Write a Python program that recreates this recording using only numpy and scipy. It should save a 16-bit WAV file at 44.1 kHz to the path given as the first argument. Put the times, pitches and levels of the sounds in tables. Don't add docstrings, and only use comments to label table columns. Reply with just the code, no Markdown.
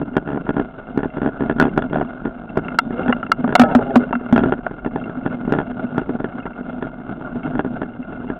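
import sys
import numpy as np
from scipy import signal
from scipy.fft import rfft, irfft
from scipy.io import wavfile
from scipy.ndimage import uniform_filter1d

SR = 44100
rng = np.random.default_rng(int(sys.argv[2]) if len(sys.argv) > 2 else 0)


def write(x):
    x = np.atleast_2d(x).T
    wavfile.write(sys.argv[1], SR, np.round(np.clip(x, -1, 1) * 32767).astype(np.int16))


N = 369999
T = np.arange(N) / SR

# (time [s], strength [dB], hardness as a tilt [dB per octave], loss per bounce [dB])
BUMPS = [(0.0153, -13, -4.5, 7.5), (0.1664, 0, 1.35, 9), (.2745, -14.5, 1, 0), (0.4907, -4.5, 0, 6),
         (.5661, -7.5, -0.5, 3), (0.597, -6.5, -0.5, 10.5), (0.9748, -9, -.5, 3), (1.0313, -10, -0.1, 3),
         (1.1692, -13.5, -.5, 3), (1.2167, -9.5, -1.5, 2.5), (1.2607, -8, -0.5, 3.5),
         (1.4066, -9.5, -0.5, 2), (1.4966, -5.5, 1, 4.5), (1.5987, 1, 3.5, 4), (1.6238, 0, 1, 10),
         (1.6525, -7.5, -0.5, 3), (1.7759, -.5, 1, 9), (1.8213, -12, 2, 13), (1.9301, -10, 1, 0.5),
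         (2.255, -9.5, -1.7, 8.5), (2.572, -4, -1, 8), (3.0803, -8.5, 2.1, 3), (3.4767, -9.5, 0.5, 2.5),
         (3.5246, -7, 0.5, 12), (3.6353, -6, 2.7, 16), (4.3254, -4, 0.5, 9.5), (4.3606, -3, 3, 14),
         (4.3776, -3, 2, 5), (4.4353, -4, -0.5, 17), (4.458, -10, -2.5, 3.5), (4.522, -3.5, 1, 7),
         (4.8609, -9.5, -2, 8), (4.9589, -9, -1.25, 8.5), (5.2609, -8.5, 0, 5), (5.477, -13.5, -4.5, 9),
         (5.5223, -3, 0.5, 3.5), (5.5861, -6, 1, 4), (5.9794, -4, 0.14, 14), (6.0925, -11.5, -2.5, 7.5),
         (6.202, -13, -1.5, 9.5), (6.2429, -12, 1.5, 9.5), (6.8245, -11.5, 1, 14), (7.357, -19, -1.5, 10),
         (7.5529, -12.5, -1, 12), (7.5926, -3.5, 1.5, 10), (7.647, -12, -3, 6), (7.8165, -11, 0, 2.5),
         (8.3005, -11, -.5, 9.5)]
# (pitch [Hz], level [dB], time to fade by 60 dB [s])
CASE_TONES = [(192, -15.5, 0.067), (272, 2, 0.028), (378.6, 0, 0.026), (629, -5, 0.027), (777, -4, 0.019),
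              (915, -14.5, 0.022), (1437, -10, 0.03), (1649, -13.5, 0.025), (1980, -32, 0.026),
              (2725, -25.5, 0.02), (3310, -26.5, 0.017)]
# (time [s], level [dB], rise time constant [s])
THUDS = [(2.864, -12.5, .003), (3.065, -8, .006), (3.0866, 3, 0.0072), (3.391, -7, .007),
         (3.4414, -2.5, .003), (3.5965, 12.5, 0.0028), (3.7503, 7.5, 0.0084), (3.9603, 7, 0.0053),
         (4.134, -6.5, .006), (4.155, -5, 0.0074), (4.3262, 1.5, 0.00084), (4.379, 1.5, 0.0035)]
# (time [s], level [dB], centre pitch of the blow [Hz])
CHAIN_SLAPS = [(.3735, -17.5, 1060), (.466, -18.5, 970), (1.958, -10.5, 900), (2.0115, -10.5, 1000),
               (2.6825, -15.5, 1470), (2.7872, 5, 1760), (3.1252, -5.5, 1520), (3.229, -14, 1300),
               (3.265, -22, 2200), (3.3172, 2, 1800), (3.4426, -8, 636), (3.5522, 6.5, 1390),
               (3.5605, -3.5, 1110), (3.5955, 6, 1200), (3.6145, 2, 910), (3.7495, 1, 830),
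               (3.7895, -6, 583), (3.9565, 2, 850), (4.1275, -6.5, 1200), (4.1525, -10, 1320),
               (4.665, -7.5, 850), (4.847, -18, 1170), (6.4625, -18, 1207)]
# (pitch [Hz], level [dB], time to fade by 60 dB [s])
FRAME_TONES = [(440, -2, 0.083), (626, 2.5, .035), (715, 5, 0.047), (925, -2, 0.035), (1156, -5.5, 0.035),
               (1358, -2, 0.046), (1445, 1, 0.02), (1640, -14, 0.025), (2126, -7, 0.028),
               (2550, -9, 0.0063), (2734, -4.5, 0.033), (3250, -21.5, 0.034)]
# (time [s], pitch [Hz], level [dB], time to fade by 60 dB [s])
METAL_TONES = [(2.79, 3560, -54, 0.37), (3.125, 2840, -14, 0.029), (3.556, 3500, -46, 0.27),
               (3.6, 795, -19, 0.41), (3.601, 1298, -13.5, 0.3), (4.125, 2720, -31, 0.12)]
# (time [s], knob rate [per s], level [dB])
WHIRRS = [
    [(2.93, 113, -34.5), (3.0, 124, -29), (3.06, 146, -37), (3.11, 176, -16)],
    [(3.62, 160, -15), (3.7, 151, -25.5), (3.82, 138, -29), (3.93, 129, -25.5), (4.02, 100, -29),
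     (4.1, 110, -48.5)],
]
# (multiple of the knob rate [-], level [dB])
KNOB_TONES = [(2, -10), (3, 2), (4, 5), (5, 1.5), (6, 2), (11, -16.5)]
# (time [s], low drumming level [dB], gritty treble level [dB])
GROUND = [(0, -34, -43), (1.17, -39.5, -39), (1.6, -28.5, -38), (2.13, -39.5, -42), (2.9, -32.5, -39.5),
          (3.03, -24, -30.5), (3.15, -34, -39), (3.38, -29.5, -41), (3.66, -26, -32), (4.0, -31, -34.5),
          (4.28, -37, -41), (4.4, -26, -35.5), (4.7, -35.5, -41.5), (5.6, -30, -37), (6.65, -35.5, -40.5),
          (7.55, -29, -37), (7.7, -33, -41), (8.37, -33.5, -39)]
# (pitch [Hz], level [dB per Hz])
TYRE_COLOUR = [(20, -9.5), (38, -8), (66, -15), (110, -2.5), (180, 3.5), (260, 1), (420, -6), (510, -10.5),
               (700, -7.5), (950, -19.5), (1600, -27.5), (1900, -40), (3400, -38), (4300, -46)]
# (pitch [Hz], width [Hz], boost [dB])
BIKE_RESONANCES = [(246.5, 16, 12), (640, 91, 4), (1424.5, 90, 21), (2120, 43, 16.5), (2760, 140, 10)]

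BOUNCE_S, BOUNCE_SCATTER = .0138, .07
SETTLED_DB = -15.5
PEBBLES_PER_S, PEBBLE_DB, PEBBLE_SPREAD_DB, PEBBLE_HARDNESS = 5, -22.5, 4, -1.4
BAR_HZ, BAR_T60 = 243.2, 0.11
LINKS_PER_S = 30
BUMP_DRUM_DB = -19.5
EDGE_HZ = 16300


def mount():
    out = np.zeros(N)
    hz = np.array(CASE_TONES)[:, 0]
    rise = 0.00078 + 0.097 / hz
    knocks = [knock for bump in BUMPS for knock in chatter(*bump)]
    knocks += pebbles()
    for s, db, hardness in knocks:
        tilt_db = hardness * np.log2(hz / 600)
        knock = ring(CASE_TONES, tilt_db, rise, detune=0.028, scatter_db=2.07, size=2400)
        add(out, s, gain_of(db) * knock)
    return passed(gain_of(0.69) * out, 88, "high", order=2)


def chatter(s, db, hardness, loss_db, lead_db=-19, soften=0.58):
    gaps = BOUNCE_S * 2 ** (BOUNCE_SCATTER * rng.standard_normal(size=8))
    knocks = [(s - gaps[0], db + lead_db, hardness), (s, db, hardness)]
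    for k, delay in enumerate(np.cumsum(gaps[1:]), 1):
        rebound_db = db - k * loss_db
        if k == 1 or rebound_db > SETTLED_DB:
            knocks.append((s + delay, rebound_db, hardness - k * soften))
    return knocks


def pebbles():
    slots = np.arange(0, N / SR, 1 / PEBBLES_PER_S)
    place, strength, colour = rng.standard_normal((len(slots), 3)).T
    times = abs(slots + .5 * place / PEBBLES_PER_S)
    levels = PEBBLE_DB + PEBBLE_SPREAD_DB * strength
    return list(zip(times, levels, PEBBLE_HARDNESS + 2 * colour))


def handlebar():
    out = np.zeros(N)
    for s, db, rise in THUDS:
        note = [(BAR_HZ, db, BAR_T60)]
        add(out, s, ring(note, 0, rise=rise, detune=0.006, scatter_db=1.77, size=9000))
    return gain_of(-1.0) * out


def chain_slap(choke_db_per_s=700):
    out = np.zeros(N)
    for s, db, centre_hz in CHAIN_SLAPS:
        blow = frame_blow(centre_hz, focus_db=8, rise=0.0012)
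        add(out, s, blow * gain_of(db + 2 - choke_db_per_s * T[:len(blow)]))
    for s, *tone in METAL_TONES:
        add(out, s, ring([tone], 0, rise=0.003, detune=0, scatter_db=1, size=20000))
    return out


def frame_blow(centre_hz, focus_db, rise):
    octaves = np.log2(np.array(FRAME_TONES)[:, 0] / centre_hz)
    focus = -focus_db * octaves ** 2
    blow = ring(FRAME_TONES, focus, rise=rise, detune=0.016, scatter_db=3.5, size=3000)
    return blow / abs(blow).max()


def whirr(waver=0.033, flutter_db=6.0):
    out = np.zeros(N)
    for stretch in WHIRRS:
        s, knob_hz, db = np.transpose(stretch)
        t = np.arange(s[0], s[-1], 1 / SR)
        rate = np.interp(t, s, knob_hz) * (1 + waver * wander(size=500)[:len(t)])
        knobs_passed = np.cumsum(rate) / SR
        hum = np.zeros(len(t))
        for multiple, level in KNOB_TONES:
            strength = gain_of(level + flutter_db * wander(size=1200)[:len(t)])
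            hum += strength * np.sin(2 * np.pi * (multiple * knobs_passed + rng.random()))
        fade = signal.windows.tukey(len(t), .1)
        add(out, s[0], evened(hum) * gain_of(np.interp(t, s, db) + 1.0) * fade)
    return out


def rolling(shake, stones_per_s=220, spread_db=3, flutter_db=2.5, grit_flutter_db=2, ring_flutter_db=3.5):
    hits = (rng.random(N) < stones_per_s / SR) * rng.choice([-1, 1], N)
    stones = hits * gain_of(spread_db * np.minimum(rng.exponential(1, N), 3))
    crunch = gain_of(-1) * rng.standard_normal(N)
    hz, db = np.transpose(TYRE_COLOUR)
    pitches = np.fft.rfftfreq(N, 1 / SR)
    colour = gain_of(np.interp(np.log(pitches + 1), np.log(hz), db))
    sound = irfft(rfft(evened(stones) + crunch) * colour, N)
    for hz, width, boost_db in BIKE_RESONANCES:
        swell = evened(gain_of(ring_flutter_db * np.minimum(wander(size=1500), 1.5)))
        resonance = signal.lfilter(*signal.iirpeak(hz, hz / width, SR), sound)
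        sound = sound + (gain_of(boost_db) - 1) * swell * resonance
    drum_db, grit_db = ground(T)
    drumming = evened(passed(sound, 390, "low", order=3))
    drumming = drumming * (gain_of(drum_db) + gain_of(BUMP_DRUM_DB) * shake)
    grit = evened(passed(sound, 520, "high", order=3))
    grit = grit * gain_of(grit_db + grit_flutter_db * wander(size=900))
    return (drumming + grit) * gain_of(flutter_db * wander(size=2400) + 2.0)


def ground(s):
    when, drum_db, grit_db = np.transpose(GROUND)
    return np.interp(s, when, drum_db), np.interp(s, when, grit_db)


def chain_links(spread_db=4.5, centre_hz=1330, over_bed_db=3.0):
    out = np.zeros(N)
    links = np.arange(1, N / SR * LINKS_PER_S)
    slack, strength, colour = rng.standard_normal((len(links), 3)).T
    times = (links + .2 * slack) / LINKS_PER_S
    grit_db = ground(times)[1]
    levels = grit_db + over_bed_db + spread_db * np.minimum(strength, 2)
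    pitches = centre_hz * 2 ** (.5 * colour)
    for s, db, hz in zip(times, levels, pitches):
        add(out, s, gain_of(db) * frame_blow(hz, focus_db=7.5, rise=0.0027))
    return out


def rumble(shake):
    noise = passed(rng.standard_normal(N), 46, "low", order=4)
    deep = evened(passed(noise, 30, "high", order=2))
    return deep * (gain_of(-48) + gain_of(-23.5) * shake)


def ring(tones, weight_db, rise, detune, scatter_db, size):
    hz, db, t60 = np.transpose(tones)[:, :, None]
    pitch, strength = rng.standard_normal((2, len(hz), 1))
    t = np.arange(size) / SR
    weight = np.reshape(weight_db, (-1, 1))
    level = gain_of(db + weight + scatter_db * strength - 60 * t / t60)
    onset = 1 - np.exp(-t / np.reshape(rise, (-1, 1)))
    waves = np.sin(2 * np.pi * hz * (1 + detune * pitch) * t)
    return (level * onset * waves).sum(0)


def wander(size):
    return evened(signal.oaconvolve(rng.standard_normal(N), np.hanning(size), "same"))


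def passed(x, hz, kind, order):
    sections = signal.butter(order, min(hz, SR / 2.1), kind, fs=SR, output="sos")
    return signal.sosfilt(sections, x)


def evened(x):
    return x / np.sqrt(np.mean(x ** 2) + 1e-20)


def gain_of(db):
    return 10 ** (np.asarray(db) / 20)


def add(mix, s, sound):
    part = mix[max(round(s * SR), 0):][:len(sound)]
    part += sound[:len(part)]


def scene():
    knocks = mount()
    shake = np.sqrt(abs(uniform_filter1d(knocks ** 2, size=4000)))
    blows = knocks + handlebar() + chain_slap()
    background = whirr() + rolling(shake) + chain_links() + rumble(shake)
    return (blows + background)[None]


def record(dry):
    muffled = passed(dry, 3800, "low", order=14)
    ceiling = .71
    clipped = np.clip(muffled, -ceiling, ceiling)
    band_limit = signal.firwin(511, EDGE_HZ, window=("kaiser", 9), fs=SR)
    return signal.oaconvolve(clipped, band_limit[None], "same")


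dry = scene()
out = record(dry)
write(out)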